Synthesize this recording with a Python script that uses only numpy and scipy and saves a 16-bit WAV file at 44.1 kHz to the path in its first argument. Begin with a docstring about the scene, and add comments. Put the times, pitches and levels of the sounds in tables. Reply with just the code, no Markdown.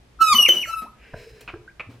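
"""Underwater bulb horn

A small bulb horn, its bell under water in a sink, honks low, high, high, low: harmonic series of sagging pitch.
Bubbles gulp as gliding sinusoids and splashes burst as decaying noise. Air then hisses back in as band-shaped
noise with a pipe tone; plastic taps are resonant noise bursts over a thud, and drips are late bubbles.
A small tiled room adds a decaying noise tail; steady noise and two sinusoids give its rumble, hiss and hum."""
import sys
import numpy as np
from scipy import signal
from scipy.fft import rfft, irfft, next_fast_len
from scipy.io import wavfile
from scipy.ndimage import uniform_filter1d, map_coordinates

SR = 44100
rng = np.random.default_rng(int(sys.argv[2]) if len(sys.argv) > 2 else 0)


def amplitude_ratio(level_db):
    """Convert a level in decibels to the matching linear amplitude (field) ratio."""
    exponent = np.asarray(level_db, float) / 20
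    return 10 ** exponent


def generate_wav(sig):
    """Save sig (samples, or channels by samples) to the path in sys.argv[1] as 16-bit PCM at SR."""
    pcm = np.round(np.clip(np.atleast_2d(sig).T, -1, 1) * 32767).astype(np.int16)
    wavfile.write(sys.argv[1], SR, pcm)


N = 88200
T = np.arange(N) / SR


def unit(x):
    """Normalization: scale to rms 1."""
    return x / np.sqrt(np.mean(x ** 2) + 1e-20)


def along(points, hz):
    """Interpolation of (f/Hz, value) points on a logarithmic frequency axis."""
    f, v = np.transpose(points)
    return np.interp(np.log(hz + 1), np.log(f + 1), v)


def wobble(rate):
    """Random modulation: a smooth curve through rate random knots a second."""
    return map_coordinates(rng.standard_normal(1500), [np.minimum(T * rate, 1498)])


def filtered(x, response):
    """Linear filtering: multiply the spectrum of x by a response of frequency."""
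    m = next_fast_len(x.shape[-1] + 8192)
    spectrum = rfft(x, m) * response(np.fft.rfftfreq(m, 1 / SR))
    return irfft(spectrum, m)[..., :x.shape[-1]]


def rush(spectrum, alike):
    """Partial coherence: stereo noise of rms 1, its left-right likeness set by the mid/side balance."""
    def balance(hz):
        angle = np.arccos(np.clip(along(alike, hz), -1, 1)) / 2
        return amplitude_ratio(along(spectrum, hz)) * [np.cos(angle), np.sin(angle)]

    mid, side = filtered(rng.standard_normal((2, N)), balance)
    return unit(np.array([mid + side, mid - side]))


def add(out, s, sound):
    """Superposition: mix a sound in at time s."""
    part = out[round(s * SR):][:len(sound)]
    part += sound[:len(part)]


# spectrum of the steady noise: f/Hz, relative level/dB
NOISE_SPECTRUM = [(12, -42.5), (20, -10.5), (122, -9), (1070, -22.5), (2610, -25.5), (4070, -29.5),
                  (12800, -41.5), (15500, -86)]
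# coherence of the steady noise: f/Hz, left-right likeness
NOISE_LIKENESS = [(60, 1), (1500, 0.19), (8000, .1)]
# hum, before its waver: f/Hz, level/dB
HUM_TONES = [(55, -60), (120, -66.5)]


def background():
    """Stationary noise for the rumble and hiss, with sinusoids of wavering amplitude for the hum."""
    hum = np.zeros(N)
    for hz, db in HUM_TONES:
        hum += amplitude_ratio(db + 7.9 * wobble(21)) * np.sqrt(2) * np.sin(2 * np.pi * hz * T)
    noise_db = -56.5 + 0.4 * wobble(0.94)
    return amplitude_ratio(noise_db) * rush(NOISE_SPECTRUM, NOISE_LIKENESS) + hum


# reverberation time: f/Hz, t60/s
REVERBERATION = [(200, 0.48), (2000, 0.3), (10000, 0.29)]


def room(x):
    """Frequency-dependent reverberation: convolution with noise that dies at its own speed in each band."""
    hz, t, z = signal.stft(rng.standard_normal((2, SR // 2)), SR, nperseg=256)
    decay = amplitude_ratio(-60 * t / along(REVERBERATION, hz)[:, None])
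    tail = signal.istft(z * decay, SR, nperseg=256)[1]
    # the side part grows with frequency, so the bass stays alike in both ears
    mid, side = filtered(tail, lambda f: np.array([1 + 0 * f, np.clip(f / 6000, 0, 1)]))
    tail = np.array([mid + side, mid - side])
    delayed = np.pad(x, (200, 0))[None]  # predelay in samples
    return signal.fftconvolve(delayed, tail / np.linalg.norm(tail[0]), axes=1)[:, :N]


# returning air: t/s, hiss level/dB, thin hiss level/dB, pipe tone level/dB
AIR_LEVELS = [(0.941, -72.5, -93, -92), (1.04, -51.5, -70, -66), (1.13, -55.5, -69.5, -55.5),
              (1.198, -48.5, -53.5, -45), (1.299, -58, -60, -51), (1.43, -57, -65, -55),
              (1.621, -84, -74, -71.5)]
# spectrum of the hiss: f/Hz, relative level/dB
HISS_SPECTRUM = [(550, -5.5), (1300, -13), (1600, 1.5), (2000, -1.5), (2600, 0), (3300, -11), (3800, -51.5)]
# spectrum of the thin hiss: f/Hz, relative level/dB
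THIN_SPECTRUM = [(3000, -29), (4050, 2.5), (4500, -9.5), (5150, 2.5), (5800, -9.5), (15000, -21.5)]


def refill():
    """Turbulence and pipe resonance: air sucked back gives two hisses and a breathy, narrow-band tone."""
    s, *cols = np.transpose(AIR_LEVELS)
    hiss_db, thin_db, pipe_db = [np.interp(T, s, c, left=-120, right=-120) for c in cols]
    pipe_hz, pipe_width_hz = 440, 36
    pipe = unit(filtered(rng.standard_normal(N), lambda f: 1 / (1 + ((f - pipe_hz) / pipe_width_hz) ** 2)))
    alike = [(500, 0.92)]  # the same likeness at all frequencies
    flutter_db = 1.5 * wobble(40)
    hiss = amplitude_ratio(hiss_db + flutter_db) * rush(HISS_SPECTRUM, alike)
    thin_hiss = amplitude_ratio(thin_db + flutter_db) * rush(THIN_SPECTRUM, alike)
    return hiss + thin_hiss + amplitude_ratio(pipe_db) * pipe


# taps of plastic: t/s, clack level/dB, rattle length/s, main resonance f/Hz, thud level/dB
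PLASTIC_TAPS = [(1.135, -33, 0.005, 1650, -30.5), (1.1415, -26, .001, 682, -22),
                (1.477, -29, 0.024, 2500, -43), (1.539, -34, 0.003, 1540, -27.5),
                (1.796, -26.5, .014, 2415, -53)]
# colour of the plastic: multiple of the main resonance, relative level/dB
PLASTIC_COLOUR = [(.12, -13), (.3, -15), (.58, -6), (.75, -17), (1, 0), (1.25, -18), (1.6, -28), (2.4, -42),
                  (6, -65)]


def taps():
    """Impact excitation: rattling noise bursts in the colour of the plastic, over a decaying low thud."""
    out, t = np.zeros(N), T[:SR // 4]
    rattle_gap_s, plastic_t60_s = .0046, 0.027
    thud_hz, thud_t60_s = 95, 0.036
    onset = 1 - np.exp(-(t / .0004) ** 2)
    for s, db, rattle_s, main_hz, thud_db in PLASTIC_TAPS:
        colour = [(m * main_hz, d) for m, d in PLASTIC_COLOUR]
        for k in range(1 + int(rattle_s / rattle_gap_s)):
            noise = rng.standard_normal(len(t))
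            clack = unit(filtered(noise, lambda f: amplitude_ratio(along(colour, f)))) * onset
            add(out, s + rattle_gap_s * k, amplitude_ratio(db - 0.5 * k - 60 * t / plastic_t60_s) * clack)
        add(out, s, amplitude_ratio(thud_db - 60 * t / thud_t60_s) * np.sin(2 * np.pi * thud_hz * t))
    return out


# bubbles: t/s, start f/Hz, end f/Hz, glide time/s, level before the envelope/dB
GLIDING_BUBBLES = [(0.208, 326, 337, 0.0081, -35), (0.339, 203, 255, 0.029, -26),
                   (.38, 431.5, 1058, 0.065, -35), (.488, 334.5, 360.5, 0.04, -27),
                   (0.486, 444.4, 618, 0.0088, -21.5), (.515, 603, 1032, 0.077, -50),
                   (.56, 200, 246, 0.012, -40), (.67, 546, 1044, 0.051, -42),
                   (0.821, 205, 269, 0.047, -47.5), (.84, 573, 1103, .035, -42),
                   (1.544, 414, 441, .03, -44.5), (1.535, 353, 342, 0.016, -29),
                   (1.677, 1500, 1637, 0.017, -41), (1.685, 1784, 2450, 0.018, -54),
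                   (1.872, 99.5, 125, 0.078, -43), (1.889, 219, 286, 0.013, -35)]


def bubbles():
    """Bubble resonance: each bubble is a roughened sinusoid, most gliding upward as they surface."""
    out, t = np.zeros(N), T[:SR // 4]
    for s, start_hz, end_hz, glide_s, db in GLIDING_BUBBLES:
        u = t / glide_s
        hz = start_hz * (end_hz / start_hz) ** np.minimum(u, 1)
        rough_db = 5 * wobble(110)[:len(t)]
        envelope = amplitude_ratio(db - 8.6 * u ** 2 + rough_db) * (1 - np.exp(-u / 0.069))
        add(out, s, envelope * np.sin(2 * np.pi * np.cumsum(hz) / SR))
    return out


# splashes and brief hits as noise bursts: t/s, level before the envelope/dB, t60/s, treble tilt/(dB per octave)
NOISE_BURSTS = [(0.213, -24.5, 0.054, -3.5), (.328, -35.5, 0.056, 5.5), (0.488, -0.5, 0.016, -4.5),
                (0.53, -33, .3, -5), (.815, -33, 0.11, -10), (1.407, -28.5, 0.032, -3),
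                (1.891, -48.5, 0.43, -9)]


def splashes():
    """Broadband transients: tilted noise with a soft onset and exponential decay."""
    out, t = np.zeros(N), T[:SR // 4]
    for s, db, t60, tilt_db in NOISE_BURSTS:
        noise = rng.standard_normal(len(t))
        # the tilt flattens out below about 1 kHz
        noise = unit(filtered(noise, lambda f: amplitude_ratio(tilt_db * np.log2(f / 1000 + 0.85)) * (f > 150)))
        add(out, s, amplitude_ratio(db - 60 * t / t60) * (1 - np.exp(-t / 0.0097)) * noise)
    return out


# spectrum of the rasping air: f/Hz, relative level/dB
RASP_SPECTRUM = [(150, -26.5), (400, -2.5), (1200, 0), (2500, -6), (5000, -6), (13000, -9), (16000, -28.5)]


def honk(rows, levels, tones_db, jitter):
    """Harmonic series of a reed: the fundamental, wavering overtones and rasping air."""
    s, *cols = np.transpose(rows)
    hz, bright_db, pan_db = [np.interp(T, s, c) for c in cols]
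    db = np.interp(T, *np.transpose(levels))
    gate = np.clip(np.minimum(T - levels[0][0], s[-1] - T) / 0.0007, 0, 1)
    # the faster the pitch falls, the rougher the reed
    fall_rate = -np.gradient(np.log(hz)) * SR
    roughness = np.clip((fall_rate - 2) * .009, 0, .12)
    unsteady = 1 + jitter * wobble(90) - roughness * np.abs(wobble(400))
    phase = 2 * np.pi * np.cumsum(hz * unsteady) / SR

    upper = np.zeros((2, N))
    for k, tone_db in enumerate(tones_db):
        lean_db = 2.0 * wobble(45)  # left-right level wander
        skew = 0.3 * (k + 1) * wobble(23)  # left-right phase scatter in rad
        grain = 1 + 120 * jitter * wobble(600)  # fast flutter
        swell_db = 3 * wobble(40)  # each overtone swells on its own
        level = amplitude_ratio(tone_db + swell_db + [lean_db, -lean_db])
        start = rng.uniform(0, 2 * np.pi)
        upper += grain * level * np.sin((k + 2) * phase + start + [skew, -skew])
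    # brightness raises the rasp half as many dB as the overtones
    rasp_db = -40 - bright_db / 2 + 8.3 * wobble(45)
    upper += amplitude_ratio(rasp_db) * rush(RASP_SPECTRUM, [(500, 0.26), (9000, 0.083)])

    effort = np.sqrt(np.abs(uniform_filter1d(amplitude_ratio(db) ** 2, size=900)))  # smoothed level
    fundamental = amplitude_ratio(db + [pan_db / 2, -pan_db / 2]) * np.sin(phase)
    return gate * np.sqrt(2) * (fundamental + effort * amplitude_ratio(bright_db) * upper)


# low honks, one list each: t/s, f/Hz, overtone gain/dB, left minus right level/dB
LOW_PITCHES = [
    [(.2, 1322, -20, 6), (.22, 1320, -7, -10.5), (.27, 1282, 8, -5.5), (.316, 1224, 2.5, 4),
     (.33, 1189, 8.5, -5), (.35, 1016, 7.5, 4)],
    [(.66, 1336, -7.5, -10), (.72, 1329, 1, 9), (.815, 1290, 0.5, 8), (.835, 1272, -27.5, -1),
     (.9, 1256, -28, 4)],
]
# high honks, one list each: t/s, f/Hz, overtone gain/dB
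HIGH_PITCHES = [
    [(.342, 3069, 9), (.375, 2983, 11), (.39, 2939, -6.5), (.43, 2827, 12), (.44, 2857, -8),
     (.462, 2781, -4), (.467, 2414, -24.5), (.49, 1997, -25)],
    [(.482, 3078, 11), (.51, 3012, -5), (.628, 2875, 4), (.636, 2565, -26), (.662, 1630, -32)],
]
# fundamental of each low honk: t/s, level/dB
LOW_FUNDAMENTALS = [
    [(.19, -46.5), (.204, -27), (.216, -10.5), (.266, -22.5), (.284, -18.5), (.312, -16), (.328, -11.5),
     (.342, -21), (.35, -29.5)],
    [(.66, -53), (.698, -28.5), (.724, -37.5), (.74, -23), (.75, -38), (.79, -29), (.81, -40.5),
     (.828, -31.5), (.862, -53), (.885, -42), (.9, -82)],
]
# fundamental of each high honk: t/s, level/dB
HIGH_FUNDAMENTALS = [
    [(.342, -33.5), (.355, -18.5), (.369, -12.5), (.378, -21.5), (.388, -10), (.408, -12.5), (.42, -22),
     (.428, -14), (.438, -13), (.445, -25), (.454, -8.5), (.463, -15), (.468, -22), (.49, -32)],
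    [(.482, -35), (.492, -10.5), (.512, -12.5), (.518, -23.5), (.523, -10.5), (.53, -36.5), (.556, -32),
     (.573, -18.5), (.59, -30.5), (.618, -29.5), (.628, -24.5), (.64, -28), (.662, -41.5)],
]
# harmonics 2, 3, .. before the overtone gain, re fundamental: level/dB
FIRST_LOW_HARMONICS = [-14.5, -18.5, -19.5, -26, -23.5, -34.5, -24, -28.5, -34, -39, -55]
# the same for the weaker last honk: level/dB
LAST_LOW_HARMONICS = [-12.5, -26, -27, -32, -28, -33, -22, -22, -34, -38]
# the same for the high honks: level/dB
HIGH_HARMONICS = [-20, -30, -22, -31.5]


def honks():
    """Two registers of one reed: a low honk, two high ones and a weaker low one."""
    out = np.zeros((2, N))
    low_harmonics = [FIRST_LOW_HARMONICS, LAST_LOW_HARMONICS]
    for rows, levels, tones_db in zip(LOW_PITCHES, LOW_FUNDAMENTALS, low_harmonics):
        out += honk(rows, levels, tones_db, jitter=.0008)
    for rows, levels in zip(HIGH_PITCHES, HIGH_FUNDAMENTALS):
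        panned = [(*row, 2) for row in rows]  # left minus right in dB
        out += honk(panned, levels, HIGH_HARMONICS, jitter=.003)
    return out


# upper register at the low starts: peak t/s, width/s, f/Hz, list of partials 1-4 level/dB
UPPER_REGISTER = [(.224, 0.012, 2939, [-33.5, -43, -54, -42]),
                  (0.687, 0.029, 2995, [-49, -52.5, -60, -58.5])]
# each upper partial plus -1, 0, 1, .. 5 times the low pitch: relative level/dB
COMBINATION_TONES = [-6.5, 2, 0.5, -4, -23.5, -6.5, -20.5]


def overblowing():
    """Combination tones: upper partials shifted by multiples of the low pitch, in brief Gaussian swells."""
    out, low_hz = np.zeros(N), 1322
    for s, width, hz, partials_db in UPPER_REGISTER:
        swell = np.exp(-((T - s) / width) ** 2)
        for m, partial_db in enumerate(partials_db):
            for k, relative_db in enumerate(COMBINATION_TONES):
                tone_hz = (m + 1) * hz + (k - 1) * low_hz
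                level = amplitude_ratio(partial_db + relative_db + 3.9 * wobble(60))
                out += swell * level * np.sin(2 * np.pi * tone_hz * T + rng.uniform(0, 2 * np.pi))
    return out


def scene():
    """Superposition of direct sound, reverberation, returning air and background."""
    near = honks() + overblowing() + bubbles() + splashes() + taps()
    return near + amplitude_ratio(-5.5) * room(near.mean(0)) + refill() + background()


def top_cut(x):
    """Nothing passes above the cut-off."""
    return signal.sosfilt(signal.butter(12, 15800, fs=SR, output="sos"), x)


def record(dry):
    """Final stage of the signal chain: takes the finished mix and returns the output signal."""
    return top_cut(dry)


dry = scene()
out = record(dry)
generate_wav(out)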